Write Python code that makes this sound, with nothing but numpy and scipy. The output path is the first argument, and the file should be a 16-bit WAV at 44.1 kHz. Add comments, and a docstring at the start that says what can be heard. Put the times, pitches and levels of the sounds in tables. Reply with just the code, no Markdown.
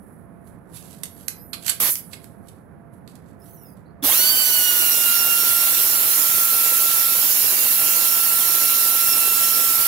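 """A small workshop with a low hum, an air hose and a die grinder close to two microphones.
A thin leak of air hisses, the coupling scrapes, clicks and squeals, then seats with a blast of air.
As the tool is turned, more slides, clicks and thin whistles follow: noise, struck resonances, gliding sines.
Then the throttle opens: exhaust hiss blows to the right, coloured noise pulsed by the vanes,
and a four-vane motor puffs, spins up and whines, its tones all locked to one shaft angle."""
import sys
import numpy as np
from scipy import signal
from scipy.fft import rfft, irfft, next_fast_len
from scipy.io import wavfile
from scipy.ndimage import uniform_filter1d

SR = 44100
rng = np.random.default_rng(int(sys.argv[2]) if len(sys.argv) > 2 else 0)


def unload_audio(sound):
    """Save the sound as a 16-bit wav file, at the path given as the first command line argument."""
    columns = np.transpose(np.atleast_2d(sound))
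    # keep every value between -1 and 1, then stretch to whole-number steps
    steps = np.round(np.clip(columns, -1, 1) * 32767)
    wavfile.write(sys.argv[1], SR, steps.astype(np.int16))


N = 435266
T = np.arange(N) / SR


def amp(db):
    """Decibels to gain."""
    return 10 ** (np.asarray(db) / 20)


def unit(x):
    """Scales to rms 1."""
    return x / np.sqrt(np.mean(x ** 2) + 1e-20)


def curves(rows):
    """Each column of a timed table, sample by sample."""
    times, *columns = np.transpose(rows)
    return [np.interp(T, times, column) for column in columns]


def read(rows, hz):
    """Each column of a spectrum table at the given frequencies, on a log frequency axis."""
    table_hz, *columns = np.transpose(rows)
    return np.array([np.interp(np.log(hz + 1), np.log(table_hz + 1), column) for column in columns])


def drift(hz, count=1):
    """Slow random movement of rms 1, up to about hz."""
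    step = 64  # samples between knots
    knots = rng.standard_normal((count, N // step + 2))
    lowpass = signal.butter(2, min(hz, SR / 256), fs=SR / step, output="sos")
    slow = signal.sosfilt(lowpass, knots)
    return np.array([np.interp(np.arange(N) / step, np.arange(len(k)), unit(k)) for k in slow])


def smooth_filter(x, order, hz, kind="low"):
    """Butterworth filter run once, forwards in time."""
    return signal.sosfilt(signal.butter(order, hz, kind, fs=SR, output="sos"), x)


def lowpass_in_step(x, hz):
    """Low-pass run both ways, so that the result stays in phase with its source."""
    return signal.sosfiltfilt(signal.butter(2, hz, fs=SR, output="sos"), x)


def air(colour, same_low, same_high):
    """Turbulent noise at two microphones, with their likeness below 9 kHz and above 11.8 kHz."""
    size = next_fast_len(N)
    hz = np.fft.rfftfreq(size, 1 / SR)
    a, b = rfft(rng.standard_normal((2, size)))
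    same = np.clip(np.interp(hz, [9000, 11800], [same_low, same_high]), -1, 1)
    pair = np.array([same * a + np.sqrt(1 - same ** 2) * b, a])
    return irfft(pair * amp(read(colour, hz)), size)[:, :N]


def resonate(x, hz, width):
    """A damped resonance of gain 1 at its centre; the width is in Hz."""
    r = np.exp(-np.pi * width / SR)
    pole = r * np.exp(2j * np.pi * hz / SR)
    return 2 * signal.lfilter([1 - r], [1, -pole], x + 1e-18).real


# Decay of the workshop: (frequency [Hz], time to fall by 60 dB [s])
ROOM_DECAY = [(200, 0.067), (2000, 0.33), (8000, 0.19), (15000, 0.23)]


def room(x):
    """Dense reflections of the workshop: the bass dies first and the middle rings longest."""
    taps = rng.standard_normal((2, SR // 2))
    hz, t, z = signal.stft(taps, SR, nperseg=256)
    tail = signal.istft(z * amp(-60 * t / read(ROOM_DECAY, hz).T), SR, nperseg=256)[1]
    tail *= np.clip(T[:tail.shape[1]] / 0.002 - 1, 0, 1)  # silent for 2 ms, full at 4 ms
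    return signal.oaconvolve(x, tail / np.linalg.norm(tail[0]), axes=1)[:, :N]


# Colour of the workshop's room noise: (frequency [Hz], left level [dB], right level [dB])
ROOM_TONE = [(22, -58, -51), (50, -42, -35), (85, -31, -24), (120, -32, -25), (170, -28, -21),
             (240, -35, -26), (310, -38, -31), (500, -44, -34), (1000, -49, -41.5), (1700, -55, -46.5),
             (2200, -76, -54), (3000, -84, -70), (6000, -88, -81), (15000, -95, -78)]
# Two distant machines hum almost in tune; their tones add up at the crest
HUM_HZ, HUM_CREST_S = (680.75, 682.38), 0.43


def workshop(hum_db=-58, room_db=1):
    """Low room noise with two faint machine tones, so close in pitch that they beat slowly."""
    hum = sum(np.cos(2 * np.pi * hz * (T - HUM_CREST_S)) for hz in HUM_HZ)
    hum = hum * amp(hum_db + 1.2 * drift(2.2)[0])
    noise = air(ROOM_TONE, 0.35, .3) * amp(room_db + .5 * drift(7)[0])
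    return noise + hum * amp([[-14], [0]])


# Flow of the leak at the coupling: (time [s], level [dB])
LEAK_FLOW = [(0.1, -54), (0.3, -64), (0.68, -68), (0.85, -51), (1.55, -57), (2.05, -41.5), (2.35, -60),
             (2.7, -68.5), (3.95, -74.5)]
# Colour of the leak at the microphones: (frequency [Hz], left level [dB], right level [dB])
LEAK_COLOUR = [(2000, -48.5, -34.5), (7100, -41.5, -14), (11000, -21.5, 9.5), (11800, -17, 1.5),
               (15500, -21, -12.5)]
# Squeals of the leak, one curve each: (time [s], pitch [Hz], level [dB])
SQUEAL_SEATING = [(1.08, 11600, -45), (1.16, 11500, -46), (1.24, 11500, -44), (1.29, 12800, -46),
                  (1.36, 12450, -42), (1.42, 12150, -41), (1.49, 12050, -44), (1.56, 10900, -46),
                  (1.64, 10400, -43)]
SQUEAL_CHIRP = [(1.33, 5050, -64), (1.39, 5130, -56), (1.44, 5440, -61.5)]
SQUEAL_TURNING = [(3.39, 9400, -58), (3.46, 10870, -54), (3.52, 12100, -50), (3.6, 10800, -53.5),
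                  (3.7, 9350, -55), (3.75, 9140, -61)]
SQUEAL_LAST = [(3.85, 3930, -64), (3.885, 4250, -67), (3.92, 4230, -70)]
# Partials that glide together in a squeal: (ratio to its pitch [1], level [dB])
PARTIALS_SEATING = [(1, 1), (1.115, -9)]
PARTIALS_TURNING = [(0.27, -21), (0.36, -22), (0.527, -8), (0.67, -17), (1, -3), (1.1, -9), (1.2, -1),
                    (1.34, 0), (1.6, -2)]
PARTIALS_LAST = [(1, 1), (1.09, 0.55)]


def leak(whistle_db=-1, puff_db=0):
    """A thread of air hisses at the coupling and squeals as the gap shifts."""
    tone, hiss = (
        squeal(SQUEAL_SEATING, PARTIALS_SEATING, hiss_db=-16, waver=0.002)
        + squeal(SQUEAL_CHIRP, [(0.97, 0)], hiss_db=-20, waver=0.008)
        + squeal(SQUEAL_TURNING, PARTIALS_TURNING, hiss_db=-2, waver=0.013, flutter=0.56, fading_db=5)
        + squeal(SQUEAL_LAST, PARTIALS_LAST, hiss_db=-12.0, waver=0.0152))
    whistle = amp(whistle_db) * tone * amp([[-7], [0]])
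    flow = amp(curves(LEAK_FLOW)[0]) + amp(puff_db) * sliding()[1] + hiss
    noise = air(LEAK_COLOUR, .3, 0.53) * flow * amp(1.3 * drift(30)[0])
    return whistle + .5 * room(whistle) + noise


# The sleeve slides on the plug and lets out a puff:
# (time of peak [s], scrape level [dB], puff level [dB], rise time [s], fall time [s])
SCRAPES = [(0.475, -55.5, -48, 0.017, 0.042), (0.767, -33.5, -34, 0.02, 0.022),
           (0.85, -44, -60, 0.03, 0.04), (0.925, -44, -63, 0.045, 0.074), (1.2, -46, -54, 0.049, 0.054),
           (1.699, -12.5, -38, 0.021, 0.011), (2.133, -32, -53, 0.012, 0.01),
           (2.24, -50, -66, 0.0304, 0.053), (2.48, -55, -57, 0.029, 0.064), (2.94, -65, -55, 0.0097, 0.033),
           (3.09, -52, -70, 0.015, 0.085), (3.285, -58, -77, 0.018, 0.027),
           (3.455, -55, -57.5, 0.022, 0.07), (3.775, -59, -66, 0.015, 0.037)]


def sliding():
    """Strength of the scrape and of the puff of air: each slide swells to its peak and dies away."""
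    scrape, puff = np.zeros((2, N))
    for s, scrape_db, puff_db, rise_s, fall_s in SCRAPES:
        swell = np.exp(-np.maximum((s - T) / rise_s, (T - s) / fall_s))
        scrape += amp(scrape_db) * swell
        puff += amp(puff_db) * swell
    return scrape, puff


# Metal clicks of coupling and lever:
# (time [s], level [dB], dullness [0-1], rattle time [s], ring of the struck spot [Hz])
CLICKS = [(1.034, -12.5, 0.21, 0.0033, 8900), (1.055, -24, 0.27, 0.003, 6200),
          (1.281, -13.5, 0.3, 0.002, 7900), (1.283, -5.5, 0.21, 0.0012, 11900),
          (1.5313, -20.5, 0.65, 0.0073, 4250), (1.54, -30, 1, 0.0089, 1150),
          (1.665, -12.5, 0.43, .0015, 11600), (1.681, -9, 0.6, 0.0013, 4400),
          (1.697, -8, 0.15, 0.0033, 7900), (1.9556, -8.5, 0.24, 0.0013, 11500),
          (2.132, -30, 1, 0.0072, 2140), (2.2427, -23.5, 0.3, 0.00065, 4330),
          (2.485, -36, 0.33, 0.0055, 10400), (2.936, -56.5, .4, 0.0034, 10400),
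          (3.076, -36, 0.9, 0.0026, 4270), (3.1537, -38.5, 0.4, 0.0055, 7000)]
# Modes of the coupling: (frequency [Hz], width [Hz], level [dB])
COUPLING_MODES = [(900, 550, -3.5), (1510, 490, 3.5), (2190, 670, 7.5), (3090, 1450, 8.5), (4550, 1100, 9),
                  (5900, 790, -1), (7730, 740, 3.5), (8800, 760, 2), (10160, 130, 7.5), (10500, 210, 3),
                  (11600, 1200, 3), (14350, 1800, -6.5)]


def coupling(click_db=1, scrape_db=0, grain_db=4, spot_gain=1.8, spot_width_hz=170):
    """Short rattles and gritty sliding ring the steel coupling; dull knocks reach its low modes."""
    grit = amp(scrape_db + grain_db * drift(140)[0])
    scrape = sliding()[0] * grit * rng.standard_normal(N)
    bright, dull = scrape.copy(), 0.35 * scrape
    t = T[:SR // 16]
    for s, db, dullness, rattle_s, spot_hz in CLICKS:
        blow = amp(db + click_db) * np.exp(-t / rattle_s) * rng.standard_normal(len(t))
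        blow = blow + spot_gain * resonate(blow, spot_hz, spot_width_hz)
        at = slice(round(s * SR), round(s * SR) + len(t))
        bright[at] += blow
        dull[at] += dullness * blow
    ring = np.zeros(N)
    for k, (hz, width, db) in enumerate(COUPLING_MODES):
        drive = dull if hz < 5000 else bright
        ring += (-1) ** k * amp(db) * resonate(drive, hz, width)  # neighbours in opposite phase
    ring = smooth_filter(ring, 2, 450, "high")
    return ring * amp([[-24], [0]]) + room(ring * amp([[-13], [-6]]))


def squeal(rows, partials, hiss_db, waver, flutter=0.3, fading_db=2.0):
    """Unsteady partials of the gap glide together; gives the tone and the strength of its hiss."""
    hz, db = uniform_filter1d(np.array(curves(rows)), size=1800, axis=1)
    start_s, end_s = rows[0][0], rows[-1][0]
    level = amp(db) * np.clip(np.minimum(T - start_s, end_s - T) / .012, 0, 1)
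    tone = np.zeros(N)
    for ratio, partial_db in partials:
        pitch_gust, level_gust = drift(170, count=2)
        strength = amp(partial_db + fading_db * drift(14)[0]) * (0.5 + flutter * level_gust)
        turns = np.cumsum(ratio * hz * (1 + waver * pitch_gust)) / SR
        tone += strength * np.sin(2 * np.pi * turns)
    return level * np.array([tone, np.full(N, amp(hiss_db))])


# Air escaping while the plug seats: (time [s], rush level [dB], hiss level [dB])
SEATING = [(1.794, -64, -59), (1.802, -4.5, 1.5), (1.85, -2, 2.5), (1.895, -2, 2), (1.92, -26.5, 3.5),
           (1.95, -23, -6), (2.0, -32, -16), (2.08, -60, -53)]
# Colour of the blast at the microphones: (frequency [Hz], left level [dB], right level [dB])
BLAST_COLOUR = [(39.8, -43.5, -23), (150.6, -39, -13.5), (407, -43, -13.5), (900, -42, -13.5),
                (2000, -32.5, -14.5), (4500, -28, -16), (7500, -27.5, -16.5), (9940, -31, -12.5),
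                (11800, -12, -7.5), (15370, -21.5, -20.5)]


def seating_blast():
    """Line pressure vents past the plug until the seal closes; the low rush stops before the hiss."""
    rush_db, hiss_db = curves(SEATING)
    noise = air(BLAST_COLOUR, .1, 0.87)
    rush = lowpass_in_step(noise, 7000)
    hiss = noise - rush
    venting = (T > SEATING[0][0]) * (T < SEATING[-1][0])
    return (rush * amp(rush_db) + hiss * amp(hiss_db)) * venting


THROTTLE_S = 4.025
VANE_HZ = 1358  # vane passages per second, before overspeed and wander
# Pressure stored in the hose overspeeds the rotor, holds briefly, then drains away
OVERSPEED_HZ, HOLD_S, DRAIN_S = 167, 0.333, 0.55
HOUSING_HZ, HOUSING_WIDTH_HZ = 3440, 700  # resonance of the motor housing


def spin():
    """Share of full speed: the rotor breaks loose, races up and levels off."""
    return np.tanh((np.maximum(T - THROTTLE_S, 0) / .103) ** 1.12)


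def surplus():
    """Share of the hose's stored pressure that is still left."""
    return np.exp(-np.maximum(T - THROTTLE_S - HOLD_S, 0) / DRAIN_S)


# Slow wander of the vane rate: (time [s], offset [Hz])
WANDER = [(4.36, 2), (4.8, 0), (4.98, -7), (5.59, 4), (6.54, -5), (7.08, -1), (7.41, 13), (8.17, 3),
          (9.08, 1), (9.15, -5.5)]


def shaft_turns(jitter=0.00136, stumble=0.0601):
    """Shaft angle in turns; four vanes pass the port in each, unevenly until flung out to seal."""
    full_hz = VANE_HZ + OVERSPEED_HZ * surplus() + curves(WANDER)[0]
    unevenness = jitter * drift(30.2)[0] + stumble * (1 - spin() ** 2) * drift(140)[0]
    vane_hz = full_hz * spin() * (1 + unevenness)
    return np.cumsum(vane_hz) / 4 / SR


# How far the hiss swells and sinks in patches: (frequency [Hz], left swing [dB], right swing [dB])
PATCHINESS = [(300, 3.3, 0.6), (2000, 3.2, 1.4), (3200, 3.5, 3), (6500, 3.5, 3), (9000, 2.2, 1.5),
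              (12000, 0.6, 0.6)]


def patches(x, bins=4, frames=11):
    """Coarse hiss: patches a few hundred hertz wide and under a tenth of a second swell and sink."""
    hz, t, z = signal.stft(x, SR, nperseg=512)
    field = uniform_filter1d(rng.standard_normal(z.shape), bins, axis=1)
    field = unit(uniform_filter1d(field, frames, axis=2))
    gain = amp(read(PATCHINESS, hz)[:, :, None] * np.minimum(field, 1.5))
    gain = gain / np.sqrt(np.mean(gain ** 2, axis=2, keepdims=True))  # keeps the overall colour
    return signal.istft(z * gain, SR, nperseg=512)[1][:, :N]


def near_echoes(x, share, count=14, sway_s=0.00004):
    """Hand and tool body are small: they throw back only treble, its ripple shifting as they move."""
    delays = rng.uniform(0.000512, .006, (count, 1)) + sway_s * drift(0.7, count=count)
    signs = rng.choice([-1, 1], count)
    treble = smooth_filter(x, 2, 3000, "high")
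    fine = signal.resample_poly(treble, 8, 1, axis=1)  # finer time steps for the moving delays
    places = np.round((T - delays) * SR * 8).astype(int)
    echoes = sum(sign * np.take(fine, at, axis=1, mode="clip") for at, sign in zip(places, signs))
    return x + share * echoes


# Exhaust flow: (time [s], level [dB])
FLOW = [(4.04, -20), (4.13, -14), (4.8, -14), (9.85, -14.5)]
# Colour of the exhaust jet at the microphones: (frequency [Hz], left level [dB], right level [dB])
JET_COLOUR = [(25, -66, -62), (94, -56, -20), (182, -56, -23), (308, -80, -17.5), (746, -50, -17.5),
              (1420, -31, -17), (3030, -27, -16), (5100, -29.5, -15.5), (6640, -27.5, -14),
              (9400, -27, -10), (10180, -25, -6), (10700, -19.5, -6), (11670, -9.5, -5), (15600, -12, -11),
              (16500, -33, -38)]


def exhaust(turns, jet_db=16, pulsing=0.022, flicker_db=0.33, buffet=0.23):
    """The jet hisses as the valve opens, pulses with each vane and buffets the microphones' bass."""
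    valve = np.clip((T - THROTTLE_S + 0.0056) / 0.027, 0, 1) ** 2
    flow = amp(curves(FLOW)[0] + jet_db + flicker_db * drift(20)[0])
    jet = patches(near_echoes(air(JET_COLOUR, .05, .96), .11))
    jet = jet + buffet * drift(32)[0] * lowpass_in_step(jet, 1300)
    return jet * valve * flow * (1 + pulsing * np.cos(8 * np.pi * turns))


def start_chuff(turns, chuff_db=-21, thump_db=-22, thump_hz=280, thump_s=0.008,
                ping_db=-30, ping_s=0.0038, regular=0.59):
    """The valve thumps and pings the housing; chambers of the slow rotor dump ragged puffs through it."""
    since = np.maximum(T - THROTTLE_S, 0)
    puffs = np.exp(-(4 * turns % 1) * 4)  # one sharp onset for each vane
    slip = (1 - spin() ** 2) ** .6 * np.clip(since / 0.016, 0, 1)
    drive = puffs * (rng.standard_normal((2, N)) + regular) * amp(3.2 * drift(70)[0])
    housing = resonate(drive, 1050, 1350)
    housing = housing + 1.6 * resonate(drive, HOUSING_HZ, HOUSING_WIDTH_HZ)
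    housing = housing + 0.63 * resonate(drive, 5200, 1800)
    chuff = slip * amp(chuff_db) * unit(smooth_filter(housing, 2, 130, "high"))

    def knock(hz, peak_s):
        """A tone that swells to its peak and dies away."""
        return since / peak_s * np.exp(1 - since / peak_s) * np.sin(2 * np.pi * hz * since)

    thump = amp([[-7], [0]]) * amp(thump_db) * knock(thump_hz, thump_s)
    return chuff + thump + amp(ping_db) * knock(HOUSING_HZ, ping_s)


# Vane tone at the microphones as hand and tool move, then its octave:
# (time [s], left level [dB], right level [dB], lead of the left [rad])
VANE_TONE = [(4.12, -28, -42, 0.8), (4.34, -47, -33.5, 1.5), (4.56, -32.5, -42, 1), (4.7, -36.5, -31, 1.5),
             (4.85, -29.5, -42, -2.5), (4.99, -45, -34, 0), (5.1, -33, -28.5, 0.8),
             (5.57, -29.5, -32.5, 0.7), (5.72, -33, -44, 1), (5.97, -30.5, -29, 4), (6.38, -37.5, -27, 2),
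             (7.1, -38, -29, 1.5), (7.42, -37, -37, 3.5), (7.86, -43.6, -30.5, 4), (8.47, -53, -29.5, 5.5),
             (9.05, -47, -28, 6.7), (9.16, -36, -32, 6.5), (9.83, -36, -29, 7.5)]
OCTAVE = [(4.16, -34, -33, -8.5), (4.34, -34, -20.5, -8.5), (4.49, -35.6, -28.5, -8.4),
          (4.52, -34, -29, -10.5), (4.67, -29, -23.5, -11.5), (5.0, -38.5, -29, -5.5), (5.32, -42, -24, -5),
          (5.5, -34.5, -35, -2.5), (5.79, -44, -36, 0), (6.05, -44, -40, -4.5), (6.56, -33.5, -43, -2),
          (7.54, -44, -32.5, -3), (7.75, -56, -33, -6), (8.22, -39.6, -33.5, -4.5), (8.48, -38, -44, -3),
          (8.7, -40, -33, -2.5), (9.0, -43, -37, -1.5), (9.25, -39, -28, -1.3), (9.84, -46, -51, -2)]
# Its third and fourth harmonics: (time [s], left level [dB], right level [dB])
THIRD = [(4.16, -37, -30), (4.25, -28, -20), (4.38, -36, -24), (4.89, -45, -36), (5.03, -47, -40),
         (5.72, -51, -37), (6.37, -49, -46), (7.17, -50, -44), (7.5, -60, -39), (7.61, -49, -52),
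         (8.04, -40, -50), (8.15, -51, -43), (8.91, -55, -37), (9.17, -45, -40), (9.84, -47, -38)]
FOURTH = [(4.16, -33, -36), (4.23, -28, -29), (4.34, -35, -37), (4.6, -29, -30.5), (4.71, -31, -32),
          (4.81, -46, -30), (5.75, -36, -34), (6.08, -39, -42), (6.85, -44, -37), (7.03, -49, -33),
          (7.21, -39, -40), (7.32, -43, -34), (7.75, -37, -40), (8.88, -39, -39), (9.3, -35, -32),
          (9.84, -43, -38)]


def vane_tones(turns, tone_db=8.5, flutter=0.12, fading_db=1.0, sway=1.18,
               start_rough=1.3, housing_gain=3.2):
    """Vanes chop the air like a siren, ragged at first; four harmonics swell and sink as the tool moves."""
    out, speed = np.zeros((2, N)), spin()
    slip = 1 - speed ** 2
    for k, rows in enumerate([VANE_TONE, OCTAVE, THIRD, FOURTH], 1):
        left_db, right_db, *lead = curves(rows)
        # higher harmonics flicker more
        gust = k * flutter * drift(18, count=2) + start_rough * slip * drift(120, count=2)
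        angle = 8 * np.pi * k * turns + gust[::-1]
        angle[0] += lead[0] if lead else sway * drift(0.76)[0]
        level_db = np.array([left_db, right_db]) + (k - 1) * fading_db * drift(5.9, count=2)
        # each harmonic flares as it sweeps through the housing's resonance
        detune = 2 * (k * (VANE_HZ + OVERSPEED_HZ) * speed - HOUSING_HZ) / HOUSING_WIDTH_HZ
        flare = 1 + housing_gain * slip / (1 + detune ** 2)
        out += amp(level_db) * flare * (1 + gust) * np.cos(angle) * speed ** (k + 1)
    return amp(tone_db) * out


def vane_rasp(turns, left_db=-35, right_db=-41, width_hz=380):
    """Turbulence smears the fourth vane harmonic into a rasping band that follows the speed."""
    rough = unit(smooth_filter(rng.standard_normal((2, N)), 4, width_hz))
    level = amp(np.array([[left_db], [right_db]]) + 2 * drift(9, count=2))
    return level * rough * np.sqrt(2) * np.cos(32 * np.pi * turns) * spin() ** 4


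# Faint lines of the motor: (multiple of the shaft rate [1], left level [dB], right level [dB])
ORDERS = [(1, -54, -56), (7, -52, -44), (9, -49, -40), (10, -48, -46), (11, -44, -38), (13, -41, -36),
          (14, -49, -38), (17, -48, -36), (18, -51, -41), (20, -49, -37), (24, -53, -45), (28, -56, -45),
          (30, -50, -31), (31, -40, -32), (32, -47, -33), (36, -39, -34), (40, -38, -34), (42, -34, -31),
          (44, -41, -36)]


def whine(turns, flutter=0.22, sideband_db=0, upper_db=8, fading_db=3, fifth_push_db=6):
    """Faint lines in the hiss: the top vane harmonics, and shaft orders from uneven vanes."""
    out = np.zeros((2, N))
    for order, *pair_db in ORDERS:
        shake = flutter * np.sqrt(order / 8)  # turbulence shakes the high lines most
        gust = drift(13.5, count=2)
        level_db = (sideband_db if order % 4 else upper_db) + fading_db * drift(2.7, count=2)
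        if order in (20, 28):  # fifth and seventh vane harmonics shrill while pressure is high
            level_db = level_db + fifth_push_db * surplus() ** 2
        line = np.cos(2 * np.pi * order * turns + shake * gust[::-1])
        out += amp(np.array(pair_db)[:, None] + level_db) * (1 + shake * gust) * line
    return out * spin() ** 10


def scene():
    """All sources at the two microphones, with the room's answer."""
    turns = shaft_turns()
    escaping = seating_blast() + leak()
    escaping = escaping + amp(-11.0) * room(escaping)
    motor = start_chuff(turns) + vane_tones(turns) + vane_rasp(turns) + whine(turns)
    motor = motor + amp(-19) * room(motor)
    return workshop() + escaping + coupling() + exhaust(turns) + motor


# Gain control: threshold, dB turned down for each dB above it, time constant
AGC_FROM_DB, AGC_SHARE, AGC_S = -23, 0.45, 0.12
EDGE_HZ = 15800  # upper band limit


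def record(dry):
    """Gain control turns loud air down, and the room with it; then a soft ceiling and the band limit."""
    step = 1 / (AGC_S * SR)
    power = signal.lfilter([step], [1, step - 1], (dry ** 2).mean(0))
    excess_db = np.maximum(10 * np.log10(power + 1e-12) - AGC_FROM_DB, 0)
    ducked = dry / amp(AGC_SHARE * excess_db)
    limited = ducked / (1 + (ducked / .8) ** 6) ** (1 / 6)
    band = signal.firwin(801, EDGE_HZ, window=("kaiser", 8), fs=SR)
    return signal.oaconvolve(limited, band[None], "same")


dry = scene()
out = record(dry)
unload_audio(out)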